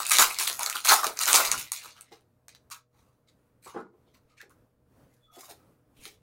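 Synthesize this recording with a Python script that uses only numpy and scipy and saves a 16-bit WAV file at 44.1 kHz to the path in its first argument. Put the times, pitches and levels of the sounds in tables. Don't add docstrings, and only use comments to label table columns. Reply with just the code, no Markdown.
import sys
import numpy as np
from scipy import signal
from scipy.fft import rfft, irfft, next_fast_len
from scipy.io import wavfile
from scipy.ndimage import uniform_filter1d, map_coordinates

SR = 44100
rng = np.random.default_rng(int(sys.argv[2]) if len(sys.argv) > 2 else 0)


def bounce(signal):
    frames = np.transpose(np.atleast_2d(signal))
    limited = np.clip(frames, -1, 1)
    pcm = np.round(limited * 32767).astype(np.int16)
    wavfile.write(sys.argv[1], SR, pcm)


N = 274294

# frequency in Hz, relative level in dB.
FILM = [(250, -39), (1300, -14.5), (2300, 0), (3200, -7), (4000, -1), (5200, -5), (6700, -2), (7700, -6),
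        (8800, -2.5), (11000, -5), (15000, -7.5)]
# frequency in Hz, relative level in dB.
POUCH = [(150, -40.5), (400, -12.5), (510, -15.5), (650, -7), (950, -3.5), (1300, 3), (1550, -4),
         (2200, -20.5)]


def amp(db):
    return 10 ** (np.asarray(db) / 20)


def unit(x):
    return x / np.sqrt(np.mean(x ** 2) + 1e-20)


def along(points, hz):
    f, v = np.transpose(points)
    return np.interp(np.log(hz + 1), np.log(f + 1), v)


def wobble(rate):
    knots = rng.standard_normal(int(N * rate / SR) + 4)
    return map_coordinates(knots, [np.arange(N) * rate / SR])


def filtered(x, response):
    m = next_fast_len(x.shape[-1] + 8192)
    spectrum = rfft(x, m) * response(np.fft.rfftfreq(m, 1 / SR))
    return irfft(spectrum, m)[..., :x.shape[-1]]


def coloured(x, spectrum):
    ceps = irfft(np.log(amp(along(spectrum, np.fft.rfftfreq(4096, 1 / SR)))))
    ceps[1:2048] *= 2
    ceps[2049:] = 0
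    impulse_response = irfft(np.exp(rfft(ceps)))
    return signal.fftconvolve(x, impulse_response)[:len(x)]


def treble(x, above_hz):
    return filtered(x, lambda hz: 1 / (1 + (above_hz / (hz + 1)) ** 4))


def stroke(start, swell, fade):
    t = np.arange(N) / SR - start
    rise = np.sin(np.pi / 2 * np.clip(t / abs(swell), 0, 1)) ** 2
    since_peak = np.clip(t - abs(swell), 0, None)
    return rise * amp(-60 * (since_peak / abs(fade)) ** 1.069)


def patchy(x, depth_db):
    z = signal.stft(x, nperseg=512)[2]
    field = uniform_filter1d(rng.standard_normal(z.shape), size=4, axis=0)
    field = uniform_filter1d(field, size=9, axis=1)
    return signal.istft(z * amp(depth_db * unit(field)), nperseg=512)[1][:N]


def grains(per_s, spread_db, life_s, clump_db):
    sizes_db = spread_db * np.minimum(rng.exponential(size=N), 3)
    kicks = (rng.random(N) < per_s / SR) * amp(sizes_db)
    shape = signal.lfilter([1], [1, -np.exp(-1 / (abs(life_s) * SR))], kicks)
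    return unit(shape * amp(clump_db * wobble(45)) * rng.standard_normal(N))


def clicks(rows, focus, gain_db, boom_db):
    crack_s, rattle_s, rattle_db = .004, .016, -10
    skin, body, t = np.zeros(N + SR), np.zeros(N + SR), np.arange(SR // 40) / SR
    decay = amp(-60 * t / crack_s) + amp(rattle_db - 60 * t / rattle_s)
    shape = (1 - np.exp(-t / .0002)) * decay
    for s, db, centre_hz in rows:
        burst = shape * rng.standard_normal((2, len(t)))
        tone = signal.lfilter(*signal.iirpeak(centre_hz, focus, SR), burst[0]) + 0.4 * burst[0]
        at = round(s * SR)
        skin[at:][:len(t)] += amp(db) * tone / np.linalg.norm(tone)
        body[at:][:len(t)] += amp(db) * burst[1] / np.linalg.norm(burst[1])
    return amp(gain_db) * coloured(skin[:N], FILM) + amp(boom_db) * coloured(body[:N], POUCH)


def background():
    # frequency in Hz, relative spectral level in dB.
    air_colour = [(24, -34), (60, -8), (124, -8), (199, -13), (290, -11), (372, -18.5), (479, -15),
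                  (700, -23), (1300, -26.5), (2000, -34.5), (3300, -40.5), (7500, -43), (9000, -41),
                  (16000, -41.5)]
    # frequency in Hz, level in dB before a common 4 dB gain.
    hum_partials = [(123.8, -76.5), (484.5, -85), (620, -86.5)]
    # start in seconds, rumble level in dB.
    jolts = [(.15, -48), (.85, -65), (1.0, -65), (1.42, -59), (4.2, -75), (5.2, -74), (5.95, -67)]
    air_db = -69
    stir = patchy(rng.standard_normal(N), depth_db=1.5)
    air = unit(filtered(stir, lambda hz: amp(along(air_colour, hz))))
    air = amp(air_db + 4.2 * wobble(7)) * air
    turn = 2 * np.pi * np.arange(N) / SR
    hum = sum(amp(db + 4 + 1 * wobble(5.6)) * np.sin(hz * turn + 0.89 * wobble(1.7)) for hz, db in hum_partials)
    rumble = unit(filtered(rng.standard_normal(N), lambda hz: hz / (hz + 15) / (1 + (hz / 36) ** 6)))
    jostling = sum(amp(db) * stroke(s, swell=0.072, fade=0.3) for s, db in jolts)
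    return air + hum + rumble * (amp(-90) + jostling)


def foil():
    # start in seconds, crackle level in dB, fade in seconds, pouch boom re crackle in dB.
    pulls = [(-.02, -30.5, 0.17, -8.5), (.044, -34.5, 1, -17.5), (.104, -23, 0.63, -8),
             (.178, -17.5, 0.14, -2), (.208, -22, 0.073, -3.5), (.3, -52, 0.094, -20),
             (.383, -30, 0.52, -7), (.461, -36.5, 0.21, -10), (.58, -37, 0.37, -6.5), (.65, -42.5, 1, -8),
             (.742, -38, 0.065, 1), (0.84, -27, 0.3, -5), (.875, -19, 0.31, -1.5), (.905, -21.5, 0.054, 4),
             (1.024, -35.5, 0.24, 4.5), (1.152, -44, .2, -1.5), (1.195, -27.5, 0.33, -9.5),
             (1.264, -22, 0.46, -5), (1.333, -20.5, 0.3, -1.5), (1.439, -33.5, 0.18, -2),
             (1.508, -31, 0.21, -5), (1.57, -35.5, 0.24, -17), (1.72, -39.5, 0.44, -13),
             (1.802, -52, 0.54, -7.5), (1.84, -57.5, 0.13, 5.5), (1.95, -56.5, 0.35, -4),
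             (2.107, -53, 0.15, -6.5)]
    # time in seconds, level in dB before the click gains, centre in Hz.
    snaps = [(0.0229, -23.5, 4350), (0.0313, -19.5, 5240), (0.0528, -19, 8120), (0.0663, -13.5, 8010),
             (0.0963, -10, 10500), (0.1084, -9.5, 8410), (0.1166, -2.5, 7500), (0.1690, -6.5, 3960),
             (0.1850, 0, 3978), (0.3448, -22, 5230), (0.3869, -11, 4300), (0.3982, -15, 5400),
             (0.4134, -30, 6030), (0.4259, -14, 4260), (0.4765, -10, 2720), (0.4985, -15, 3385),
             (0.5279, -18.5, 6100), (0.5935, -15.5, 9700), (0.6320, -12.5, 6530), (0.6617, -10, 4285),
             (0.6985, -12.5, 8100), (0.7270, -18, 2716), (0.7544, -21, 4000), (0.7675, -16, 3216),
             (0.8042, -24.5, 4190), (0.8487, -13.5, 5200), (0.8574, -14.5, 6300), (0.8722, -8.5, 2606),
             (0.9404, -6.5, 8677), (0.9619, -10.5, 8070), (1.0432, -14.5, 5640), (1.0676, -10.5, 3703),
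             (1.1727, -23.5, 6200), (1.1902, -12, 5646), (1.2140, -12.5, 2993), (1.2344, -12.5, 8080),
             (1.2565, -11.5, 6996), (1.2648, -14, 5640), (1.3301, 0, 7420), (1.3420, -6, 3300),
             (1.3522, -3, 5450), (1.3592, -3, 8000), (1.4502, -13, 5960), (1.5157, -4, 7090),
             (1.6735, -38, 4500), (1.7188, -10.5, 8200), (2.0097, -29.5, 9300), (2.2085, -54, 2870)]
    pull_swell_s, streak_db = .018, 4
    bright_db, away_s, dulls_db_per_s = -1.1, 1.75, 74
    rip_from_db, rip_span_db = -31, 17.5

    def creases():
        return patchy(grains(per_s=460, spread_db=2.0, life_s=0.00066, clump_db=2.5), depth_db=streak_db)

    def tearing():
        return patchy(grains(per_s=2900, spread_db=3.5, life_s=0.0014, clump_db=1.0), depth_db=streak_db)

    mixed = np.zeros(N)
    for centre_hz in (2300, 5500, 13000):
        mixed += filtered(creases(), lambda hz: np.exp(-np.log((hz + 1) / centre_hz) ** 2 / .6))
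    skin, boom = unit(coloured(mixed, FILM)), unit(coloured(creases(), POUCH))
    top = treble(skin, above_hz=7000)
    away_for_s = np.clip(np.arange(N) / SR - away_s, 0, None)
    top_gain = amp(bright_db - dulls_db_per_s * away_for_s)
    skin = skin + (top_gain - 1) * top
    rip, rip_boom = unit(coloured(tearing(), FILM)), unit(coloured(tearing(), POUCH))

    crackle = np.zeros(N)
    for s, db, fade, boom_db in pulls:
        share = np.clip((db - rip_from_db) / rip_span_db, 0, 1)
        surface = skin * np.sqrt(1 - share) + rip * np.sqrt(share)
        hollow = boom * np.sqrt(1 - share) + rip_boom * np.sqrt(share)
        crackle += amp(db) * stroke(s, pull_swell_s, fade) * (surface + amp(boom_db) * hollow)
    return crackle + clicks(snaps, focus=3.7, gain_db=14, boom_db=7.5)


def table():
    # time in seconds, level in dB before gain and filters.
    knocks = [(0.185, -28), (0.901, -32), (1.06, -29.5), (1.337, -22.5), (2.113, -43.5), (3.079, -69),
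              (3.658, -42), (3.742, -31), (3.757, -26.5), (3.781, -31.5), (3.935, -54), (4.068, -57),
              (4.427, -51), (4.457, -59.5), (5.365, -42), (5.501, -45), (6.06, -49)]
    # frequency in Hz, bandwidth in Hz, level in dB.
    modes = [(188, 107, -18), (399, 60, 4), (807, 65, -3), (1032, 37, -1.5), (1378, 354, -13)]
    push, t = np.zeros(N + SR), np.arange(SR // 4) / SR
    for s, db in knocks:
        envelope = amp(db + 22.5 - 60 * t / 0.058) * (1 - np.exp(-t / 0.0045))
        push[round(s * SR):][:len(t)] += envelope * rng.standard_normal(len(t))
    dull = signal.lfilter(*signal.butter(2, 700, fs=SR), push[:N])

    def wood_and_thud(f):
        wood = 0
        for k, (centre, width, db) in enumerate(modes):
            resonance = 1j * f * width / (centre * centre - f * f + 1j * f * width)
            wood = wood + (-1) ** k * amp(db) * resonance
        return wood + 0.21 * (f / (f + 250)) ** 2

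    return filtered(dull, wood_and_thud)


def cards():
    # start in seconds, hiss level in dB, swell in seconds,
    # stack band in Hz, stack level re hiss in dB, treble gain of the hiss in dB.
    slides = [(2.486, -47.5, 0.01, 3770, -22, -27), (2.549, -53.5, 0.0063, 3980, -28, -36),
              (2.704, -41, 0.019, 1470, -4, -1), (2.9, -69.5, 0.1, 1234, 1.5, -5),
              (3.264, -64, 0.022, 3820, -19.5, -24), (3.615, -56.5, 0.034, 1885, -11, -1),
              (3.651, -47, 0.025, 1205, 1, -12), (3.734, -60, 0.039, 1350, 15.5, -14),
              (4.04, -75.5, 0.067, 4120, -6, -14), (4.13, -64.5, 0.028, 1370, -4, -6),
              (4.26, -72.5, .05, 2980, -3, -21), (4.365, -57, 0.016, 2340, -2, -24),
              (4.394, -56.5, 0.013, 2080, 5.5, -24), (4.499, -62.5, 0.0093, 1460, 2, 6),
              (5.04, -75.5, 0.12, 2078, -7, 1), (5.3, -56, 0.084, 847, -3, -1),
              (5.37, -59, 0.067, 1420, 3.5, 3.5), (5.476, -50, 0.022, 900, 0, -2),
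              (5.94, -58.5, 0.068, 3600, -5.5, -1), (6.023, -46.5, 0.033, 3270, -10, -5.5)]
    # time in seconds, level in dB before the click gains, centre in Hz.
    ticks = [(2.4825, -33, 6840), (2.5493, -39, 3830), (2.7015, -40, 8900), (4.415, -33.5, 1600),
             (4.4957, -50.5, 8660), (5.502, -40.5, 3700), (6.0541, -28, 3465)]
    # start in seconds, level in dB, swell in seconds, frequency in Hz.
    squeaks = [(4.29, -68, .045, 1234), (5.09, -76, .03, 2060), (5.2, -69, .05, 3450),
               (5.26, -66, 0.1, 3420), (5.24, -64, .1, 1263), (5.55, -74, .07, 1270)]
    slide_fade_s, fade_per_swell = 0.053, 4.04
    squeak_fade_per_swell = 2.8

    def rub():
        return patchy(grains(per_s=2100, spread_db=9.0, life_s=0.0036, clump_db=-2.0), depth_db=3.5)

    skin, stack = unit(coloured(rub(), FILM)), rub()
    top = treble(skin, above_hz=7700)
    hiss = np.zeros(N)
    for s, db, swell, body_hz, body_db, bright_db in slides:
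        band = [body_hz / 1.37, body_hz * 1.02]
        body = unit(signal.sosfilt(signal.butter(2, band, "bandpass", fs=SR, output="sos"), stack))
        shape = stroke(s, swell, slide_fade_s + fade_per_swell * swell)
        hiss += amp(db) * shape * (skin + (amp(bright_db) - 1) * top + amp(body_db) * body)

    squeak = np.zeros(N)
    for s, db, swell, centre_hz in squeaks:
        narrow = filtered(rng.standard_normal(N), lambda hz: 1 / (1 + ((hz - centre_hz) / 45) ** 2))
        squeak += amp(db) * stroke(s, swell, squeak_fade_per_swell * swell) * unit(narrow)
    return hiss + squeak + clicks(ticks, focus=3.2, gain_db=14, boom_db=14.5)


def room(x, wet_db):
    # delay in seconds, level in dB.
    walls = [(.0085, -10), (0.0176, -17), (.031, -22)]
    # frequency in Hz, time to decay 60 dB in seconds.
    decay_times = [(200, 0.41), (1300, 0.16), (5000, 0.18), (14000, 0.082)]
    out = x + sum(amp(db) * np.pad(x, (round(s * SR), 0))[:N] for s, db in walls)
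    hop = SR // 4
    for start in range(0, N, hop):
        hz, t, z = signal.stft(rng.standard_normal(SR // 2), SR, nperseg=256)
        decay = amp(-60 * t / along(decay_times, hz)[:, None])
        tail = signal.istft(z * decay, SR, nperseg=256)[1]
        tail = np.pad(tail / np.linalg.norm(tail), (300, 0))
        late = signal.fftconvolve(x[start:start + hop], tail)
        out[start:][:len(late)] += amp(wet_db) * late[:N - start]
    return out


def scene():
    tone = background()
    handled = foil() + table() + cards()
    return (room(handled, wet_db=-7.5) + tone)[None]


def record(dry):
    top_hz = 15850
    return filtered(dry, lambda hz: 1 / (1 + (hz / top_hz) ** 600))


dry = scene()
out = record(dry)
bounce(out)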